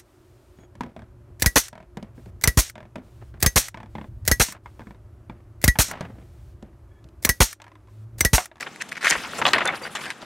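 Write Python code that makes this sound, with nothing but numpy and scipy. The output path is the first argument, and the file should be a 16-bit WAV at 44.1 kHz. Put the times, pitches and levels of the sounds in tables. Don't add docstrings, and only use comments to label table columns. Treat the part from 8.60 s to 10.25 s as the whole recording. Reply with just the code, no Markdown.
import sys
import numpy as np
from scipy import signal
from scipy.io import wavfile

SR = 44100
rng = np.random.default_rng(int(sys.argv[2]) if len(sys.argv) > 2 else 0)


def makeup_ratio(level_db):
    decades = np.asarray(level_db, float) / 20
    return 10 ** decades


def generate_wav(signal):
    frames = np.transpose(np.atleast_2d(signal))
    scaled = np.clip(frames, -1, 1) * 32767
    pcm = np.round(scaled).astype(np.int16)
    wavfile.write(sys.argv[1], SR, pcm)


N = 72765


def rms_one(x):
    return x / np.sqrt(np.mean(x ** 2) + 1e-20)


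def in_time(rows):
    time_s, level_db = np.transpose(rows)
    return np.interp(np.arange(N) / SR, time_s, level_db)


def at_hz(points, hz):
    points = np.array(points)
    return np.interp(np.log(hz), np.log(np.maximum(points[:, 0], 1)), points[:, 1])


# pitch_hz, side_over_middle_db
STEREO_WIDTH = [(40, -8), (300, -17), (2000, -18.5), (7000, -6.5), (14000, -3)]


def spread(mid, side, hz):
    return mid + makeup_ratio(at_hz(STEREO_WIDTH, hz)) * side * np.array([[1], [-1]])


def drift(rate_hz):
    r = np.exp(-80 * np.pi * rate_hz / SR)
    white = rng.standard_normal(N // 40 + 2002)
    slow = signal.lfilter([1], [1, -2 * r, r * r], white)[2000:]
    return np.interp(np.arange(N) / 40, np.arange(len(slow)), rms_one(slow))


def banded_noise(spectrum, patchy_db, rate_hz):
    out = 0
    together = drift(rate_hz)
    edges_hz = 22 * 2 ** np.arange(0, 9.6, .5)
    white = rng.standard_normal((2, 2, N))
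    for k, (low, high) in enumerate(zip(edges_hz, edges_hz[1:])):
        band = signal.butter(2, [low, high], "band", fs=SR, output="sos")
        mid, side = signal.sosfilt(band, white[k % 2])
        hz = np.sqrt(low * high)
        flicker_db = patchy_db * (together + 2.1 * drift(rate_hz))
        out = out + makeup_ratio(at_hz(spectrum, hz) + flicker_db) * spread(mid, side, hz)
    return rms_one(out)


def ring(clicks, hz, cycles):
    r = makeup_ratio(-60 * hz / (cycles * SR))
    w = 2 * np.pi * hz / SR
    stage = [(1 - r * r) / 2, 0, (r * r - 1) / 2, 1, -2 * r * np.cos(w), r * r]
    return signal.sosfilt([stage] * 3, clicks + 1e-18) / np.sqrt(1 - r * r)


def clump_shapes(start_s, length_s, sag):
    attack_s, attack_share = 0.00078, 0.13
    release_s, tail_db, tail_s, treble_s = 0.0037, -27.5, 0.11, 0.0044
    t = np.arange(N) / SR - start_s
    length_s = np.maximum(length_s, .002)
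    after = np.maximum(t - length_s, 0)
    swell = np.clip(t / (attack_s + attack_share * length_s), 0, 1)
    hold = np.exp(-sag * np.clip(t / length_s, 0, 1))
    shape = swell * hold * (np.exp(-after / release_s) + makeup_ratio(tail_db) * np.exp(-after / tail_s))
    if sag > 0:
        return shape, shape * (0.66 + np.exp(-np.maximum(t, 0) / treble_s))
    return shape, shape


def creases(rows, spectrum, sag):
    creases_per_s, crease_spread_db, fuzz = 2500, 3.5, 0.6
    rows = np.array(rows)
    level_db, dullness_db, brightness_db = rows[:, 1], rows[:, 3], rows[:, 4]
    shape, treble_shape = clump_shapes(rows[:, :1], rows[:, 2:3], sag)
    born = rng.random(N) < creases_per_s / SR
    strength_db = crease_spread_db * np.minimum(rng.exponential(1, N), 4)
    clicks = rms_one(born * makeup_ratio(strength_db))
    pitches = np.geomspace(170, 13500, 30)
    weights_db = at_hz(spectrum, pitches) + 10 * np.log10(pitches)
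    out = 0
    for hz, weight_db in zip(pitches, weights_db - max(weights_db)):
        dull = np.clip(np.log2(1300 / hz), 0, 1)
        bright = np.clip(np.log2(hz / 2800), 0, 1.5)
        db = level_db + dull * (dullness_db + 17) + bright * (brightness_db + 7)
        db = db + 2.96 * rng.standard_normal(len(rows))
        loudness = makeup_ratio(db) @ (treble_shape if bright > .5 else shape)
        cycles = 9.5 * (hz / 2000) ** 0.27
        hits = (clicks + fuzz) * loudness * rng.standard_normal((2, N))
        delay = int(2 * cycles / np.log(1000) / hz * SR)
        mid, side = np.roll(ring(hits, hz, cycles), -delay, axis=1)
        out = out + makeup_ratio(weight_db) * spread(mid, side, hz)
    return makeup_ratio(-19) * out


# start_s, level_db, length_s, dullness_db, brightness_db
THUMB_SLIPS = [(.006, -22.5, 0.0076, -37, 0.5), (.0255, -18.5, 0.0033, -27, -4),
               (.065, -17, 0.0078, -5.5, -17), (.201, -18.5, 0.015, -51, -9), (.213, -19, 0.0093, -18, 2.5),
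               (.286, -31, 0.0075, -15, 8.5), (.314, -22, .007, -43, 1.5), (.325, -31, 0.0059, -38, -4),
               (.352, -27, 0.0048, -40, -3), (.365, -21, 0.014, -31, -2.5), (.407, -22.5, 0.025, -53, 0),
               (.426, -22.5, 0.0093, -4.5, 2), (.438, -16.5, 0.01, -5.5, 1), (.444, -9, 0.017, -45, 0),
               (.467, -2.5, 0.0027, -12, -2), (.473, -15.5, 0.01, -46, 4.5), (.486, -20, 0.0089, -40, 8.5),
               (.496, -14.5, 0.011, -9, 11.5), (.507, -11, 0.0099, -6, -6), (.519, -8.5, 0.0091, -12, -11)]
# pitch_hz, level_db (per Hz)
EDGE_TONE = [(90, -50), (160, -20.5), (1100, -9), (1800, 0.5), (3800, -13.5), (7800, -29), (16000, -50.5)]


def edge_riffle():
    return creases(THUMB_SLIPS, EDGE_TONE, sag=-0.51)


# start_s, level_db, length_s, dullness_db, brightness_db
SHEET_BUCKLES = [(.533, -12, 0.016, -21, -34), (.551, -8.5, 0.014, -15.5, -42),
                 (.638, -18.5, 0.033, -20.5, -31), (.734, -23.5, 0.008, -8, -25),
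                 (.782, -24.5, 0.02, 2, 13.5), (.815, -5.5, 0.011, -13, -11),
                 (.852, -0.5, 0.013, -22.5, -7.5), (.863, -5.5, 0.015, -16.5, 0.5),
                 (.878, -10, 0.014, -13.5, 2.5), (.9335, 3.5, 0.0066, -20.5, -3),
                 (.941, -5, 0.013, -26, -12.5), (.958, -7, 0.012, -10.5, -13),
                 (.979, -10, 0.017, -16.5, -5), (1.005, -6.5, 0.0064, -23, -13.5),
                 (1.014, -9, 0.016, -16.5, -15), (1.052, -12, 0.016, -13.5, -13),
                 (1.074, -13.5, 0.0045, -11, 6), (1.08, -9, 0.029, -19.5, -56),
                 (1.124, -19.5, 0.016, -8, -45), (1.132, -18, 0.025, -20.5, -50)]
# start_s, level_db, length_s, dullness_db, brightness_db
PAGE_SETTLES = [
    (1.213, -29.5, 0.028, -4, -32),
    (1.246, -18, 0.032, -17, -25),
    (1.351, -14, 0.02, -19.5, 5.5),
    (1.374, -24, 0.046, -16, -9),
    (1.406, -23.5, 0.025, -36, 5.5),
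    (1.432, -18.5, 0.025, -64, 1),
    (1.453, -24.5, 0.055, -12, 6),
    (1.505, -18.5, 0.014, -40, 2),
    (1.615, -27, 0.01, -22, 2),
    (1.624, -26.5, 0.012, -3.5, 1),
]
# pitch_hz, level_db (per Hz)
SHEET_TONE = [(90, -35), (160, -9), (1100, 1), (2100, -1), (3600, -8.5), (6000, -23), (16000, -53)]


def sheet_buckling():
    return creases(list(SHEET_BUCKLES) + list(PAGE_SETTLES), SHEET_TONE, sag=0.65)


# peak_s, peak_db, pitch_hz
EDGE_SNAPS = [(0.0067, -25.1, 2050), (0.0096, -24.1, 1830), (0.0272, -23.1, 1830), (0.0298, -21.6, 2050),
              (0.0639, -28.8, 1830), (0.0682, -21.0, 1620), (0.1611, -29.2, 2050), (0.2133, -23.7, 2050),
              (0.2137, -31.8, 7510), (0.2195, -27.3, 8440), (0.221, -17.6, 1830), (0.2932, -36.8, 2930),
              (0.3207, -17.4, 1830), (0.3245, -26.4, 1830), (0.3282, -20.1, 2310), (0.359, -28.4, 1830),
              (0.3692, -24.4, 1620), (0.3742, -25.9, 1830), (0.3766, -25.1, 2050), (0.3793, -22.8, 1830),
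              (0.4111, -26.9, 1620), (0.4292, -17.0, 1830), (0.4388, -17.0, 1830), (0.4459, -10.7, 1830),
              (0.4493, -11.9, 1830), (0.4532, -13.6, 1620), (0.4586, -7.6, 1620), (0.4709, -2.8, 2050),
              (0.4793, -7.3, 2050), (0.4833, -15.0, 3290), (0.4874, -18.7, 3700), (0.498, -16.1, 6670),
              (0.5025, -9.3, 6670), (0.5081, -10.2, 6670), (0.5088, -14.0, 2310), (0.511, -13.8, 5270),
              (0.5156, -16.0, 2310), (0.523, -9.9, 2050), (0.5351, -16.5, 2310), (0.5522, -20.6, 2050),
              (0.5551, -19.8, 1830), (0.5852, -24.8, 2600), (0.6371, -27.0, 2930), (0.6395, -26.2, 1440),
              (0.6496, -25.2, 2930)]
# peak_s, peak_db, pitch_hz
SHEET_SNAPS = [(0.7351, -20.6, 1440), (0.7904, -22.8, 1280), (0.8165, -12.9, 1440), (0.8205, -12.0, 1010),
               (0.8232, -10.9, 2050), (0.8259, -13.9, 1620), (0.8541, -8.2, 2930), (0.8657, -8.4, 3290),
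               (0.8688, -15.6, 2310), (0.8878, -16.0, 4170), (0.8902, -19.9, 4170), (0.8929, -19.9, 1620),
               (0.9346, -4.4, 2310), (0.9408, -8.7, 2310), (0.9471, -10.2, 2050), (0.962, -11.3, 1830),
               (0.9834, -14.7, 2050), (0.9859, -15.8, 1830), (1.0066, -17.3, 1010), (1.0148, -15.6, 1830),
               (1.0175, -17.0, 1140), (1.0206, -15.6, 2310), (1.0237, -15.5, 1830), (1.0532, -16.9, 1280),
               (1.0552, -18.6, 9500), (1.0614, -15.0, 1440), (1.0908, -13.7, 1620), (1.1478, -21.1, 1280),
               (1.2163, -28.2, 1280), (1.2544, -21.0, 1440), (1.2678, -23.9, 1620), (1.3518, -24.1, 1010),
               (1.3527, -25.5, 6670), (1.3549, -25.2, 1280), (1.362, -25.2, 2600), (1.3712, -23.7, 1830),
               (1.4572, -26.9, 2600), (1.5042, -16.7, 2050), (1.5093, -25.7, 1830), (1.5137, -29.5, 1620),
               (1.6192, -33.1, 3700), (1.6267, -29.1, 1140), (1.6299, -27.0, 710)]


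def snaps():
    out = np.zeros((2, N + SR))
    t = np.arange(600) / SR
    for peak_s, peak_db, hz in list(EDGE_SNAPS) + list(SHEET_SNAPS):
        rise_s = 1.093 / hz * (hz / 2000) ** 0.75
        swell = (t / rise_s * np.exp(1 - t / rise_s)) ** 2
        tone = np.cos(2 * np.pi * (hz * t + rng.random())) * swell
        side = np.gradient(tone) * SR / (2 * np.pi * hz)
        i = max(int((peak_s - rise_s) * SR), 0)
        out[:, i:i + len(t)] += makeup_ratio(peak_db + 1) * spread(tone, side, hz)
    return out[:, :N]


# start_s, peak_db
SHARP_CRACKS = [(.0088, -22.5), (0.1606, -32), (0.2219, -20.5), (.3197, -38), (0.3278, -28), (0.48, -23),
                (0.5088, -7), (.8657, -18.5), (0.8858, -24.5), (0.9333, -11), (0.9867, -26.5),
                (1.0566, -17.5), (1.5038, -22.5)]


def cracks():
    out = np.zeros((2, N + SR))
    t = np.arange(600) / SR
    band = signal.butter(3, [1800, 9500], "band", fs=SR, output="sos")
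    for start_s, peak_db in SHARP_CRACKS:
        crack = rng.standard_normal((2, len(t))) * np.exp(-t / 0.00045)
        crack[0, 0] = 4
        mid, side = signal.sosfilt(band, crack)
        i = int(start_s * SR)
        out[:, i:i + len(t)] += makeup_ratio(peak_db) * spread(mid, side, 8200)
    return out[:, :N]


# start_s, level_db
AIR_PUFFS = [
    (0.512, -52),
    (0.565, -50.5),
    (0.672, -60),
    (0.799, -55),
    (.945, -48),
]


def puffs():
    puff_hz, puff_s = 90.6, 0.0085
    start_s, level_db = np.transpose(AIR_PUFFS)[:, :, None]
    t = np.maximum(np.arange(N) / SR - start_s, 0)
    hz = puff_hz * rng.uniform(0.67, 1.1, start_s.shape)
    swell = t / puff_s * np.exp(1 - t / puff_s)
    return (3 * makeup_ratio(level_db) * swell * np.sin(2 * np.pi * hz * t)).sum(axis=0)


# peak_s, peak_db, pitch_hz
EDGE_SQUEAKS = [
    (1.081, -22, 3550),
    (1.241, -33, 4700),
]


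def squeaks():
    squeak_s = .008
    peak_s, peak_db, hz = np.transpose(EDGE_SQUEAKS)[:, :, None]
    t = np.arange(N) / SR - peak_s
    swell = np.exp(-(t / squeak_s) ** 2)
    return (makeup_ratio(peak_db) * swell * np.sin(2 * np.pi * hz * t)).sum(axis=0)


# time_s, level_db
RUB_LEVEL = [(0, -47), (.1, -52), (.4, -56.5), (.53, -40.5), (.63, -41), (.7, -42.5), (.795, -35.5),
             (.81, -49), (.9, -33.5), (.93, -45), (1.1, -52.5), (1.16, -40.5), (1.2, -51), (1.245, -37),
             (1.3, -53), (1.47, -42.5), (1.53, -57), (1.65, -49)]
# pitch_hz, level_db (per Hz)
RUB_TONE = [(1200, -3), (2500, 6.5), (5000, -0.5), (9500, -5.5), (13000, -17), (16000, -41)]


def page_rub():
    return makeup_ratio(in_time(RUB_LEVEL) + 1) * banded_noise(RUB_TONE, patchy_db=2.0, rate_hz=22.5)


# time_s, level_db
BEND_LEVEL = [(0, -37.5), (.1, -46), (.4, -44.5), (.5, -44), (.6, -36), (.72, -39), (.8, -30.5),
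              (.95, -32.5), (1.1, -32.5), (1.2, -44), (1.45, -41), (1.55, -46), (1.65, -44)]
# pitch_hz, level_db (per Hz)
FLAP_TONE = [(15, -46), (25, -27.5), (155, 3), (439, -1.5), (1330, -1.5), (4000, -21), (5200, -55)]


def page_flap():
    return makeup_ratio(in_time(BEND_LEVEL) - 2.5) * banded_noise(FLAP_TONE, patchy_db=0.5, rate_hz=20)


# pitch_hz, level_db (per Hz)
HUSH_TONE = [(25, -30), (40, -18), (212, 13), (591, -1), (1940, 0), (8360, -9.5), (16000, -70)]


def room_hush():
    return makeup_ratio(-52.5) * banded_noise(HUSH_TONE, patchy_db=1.6, rate_hz=3.0)


def scene():
    paper = edge_riffle() + sheet_buckling() + snaps() + cracks()
    paper = paper + puffs() + squeaks() + page_rub() + page_flap()
    lean_db = 0.59
    return paper * makeup_ratio([[lean_db], [-lean_db]]) + room_hush()


def roll_off(x):
    return signal.sosfilt(signal.butter(12, 16660, fs=SR, output="sos"), x)


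def record(dry):
    dry = signal.sosfilt(signal.butter(8, 15800, fs=SR, output="sos"), dry)
    mix = dry / (1 + np.abs(dry / .96) ** 8) ** 0.1
    return roll_off(mix)


dry = scene()
out = record(dry)
generate_wav(out)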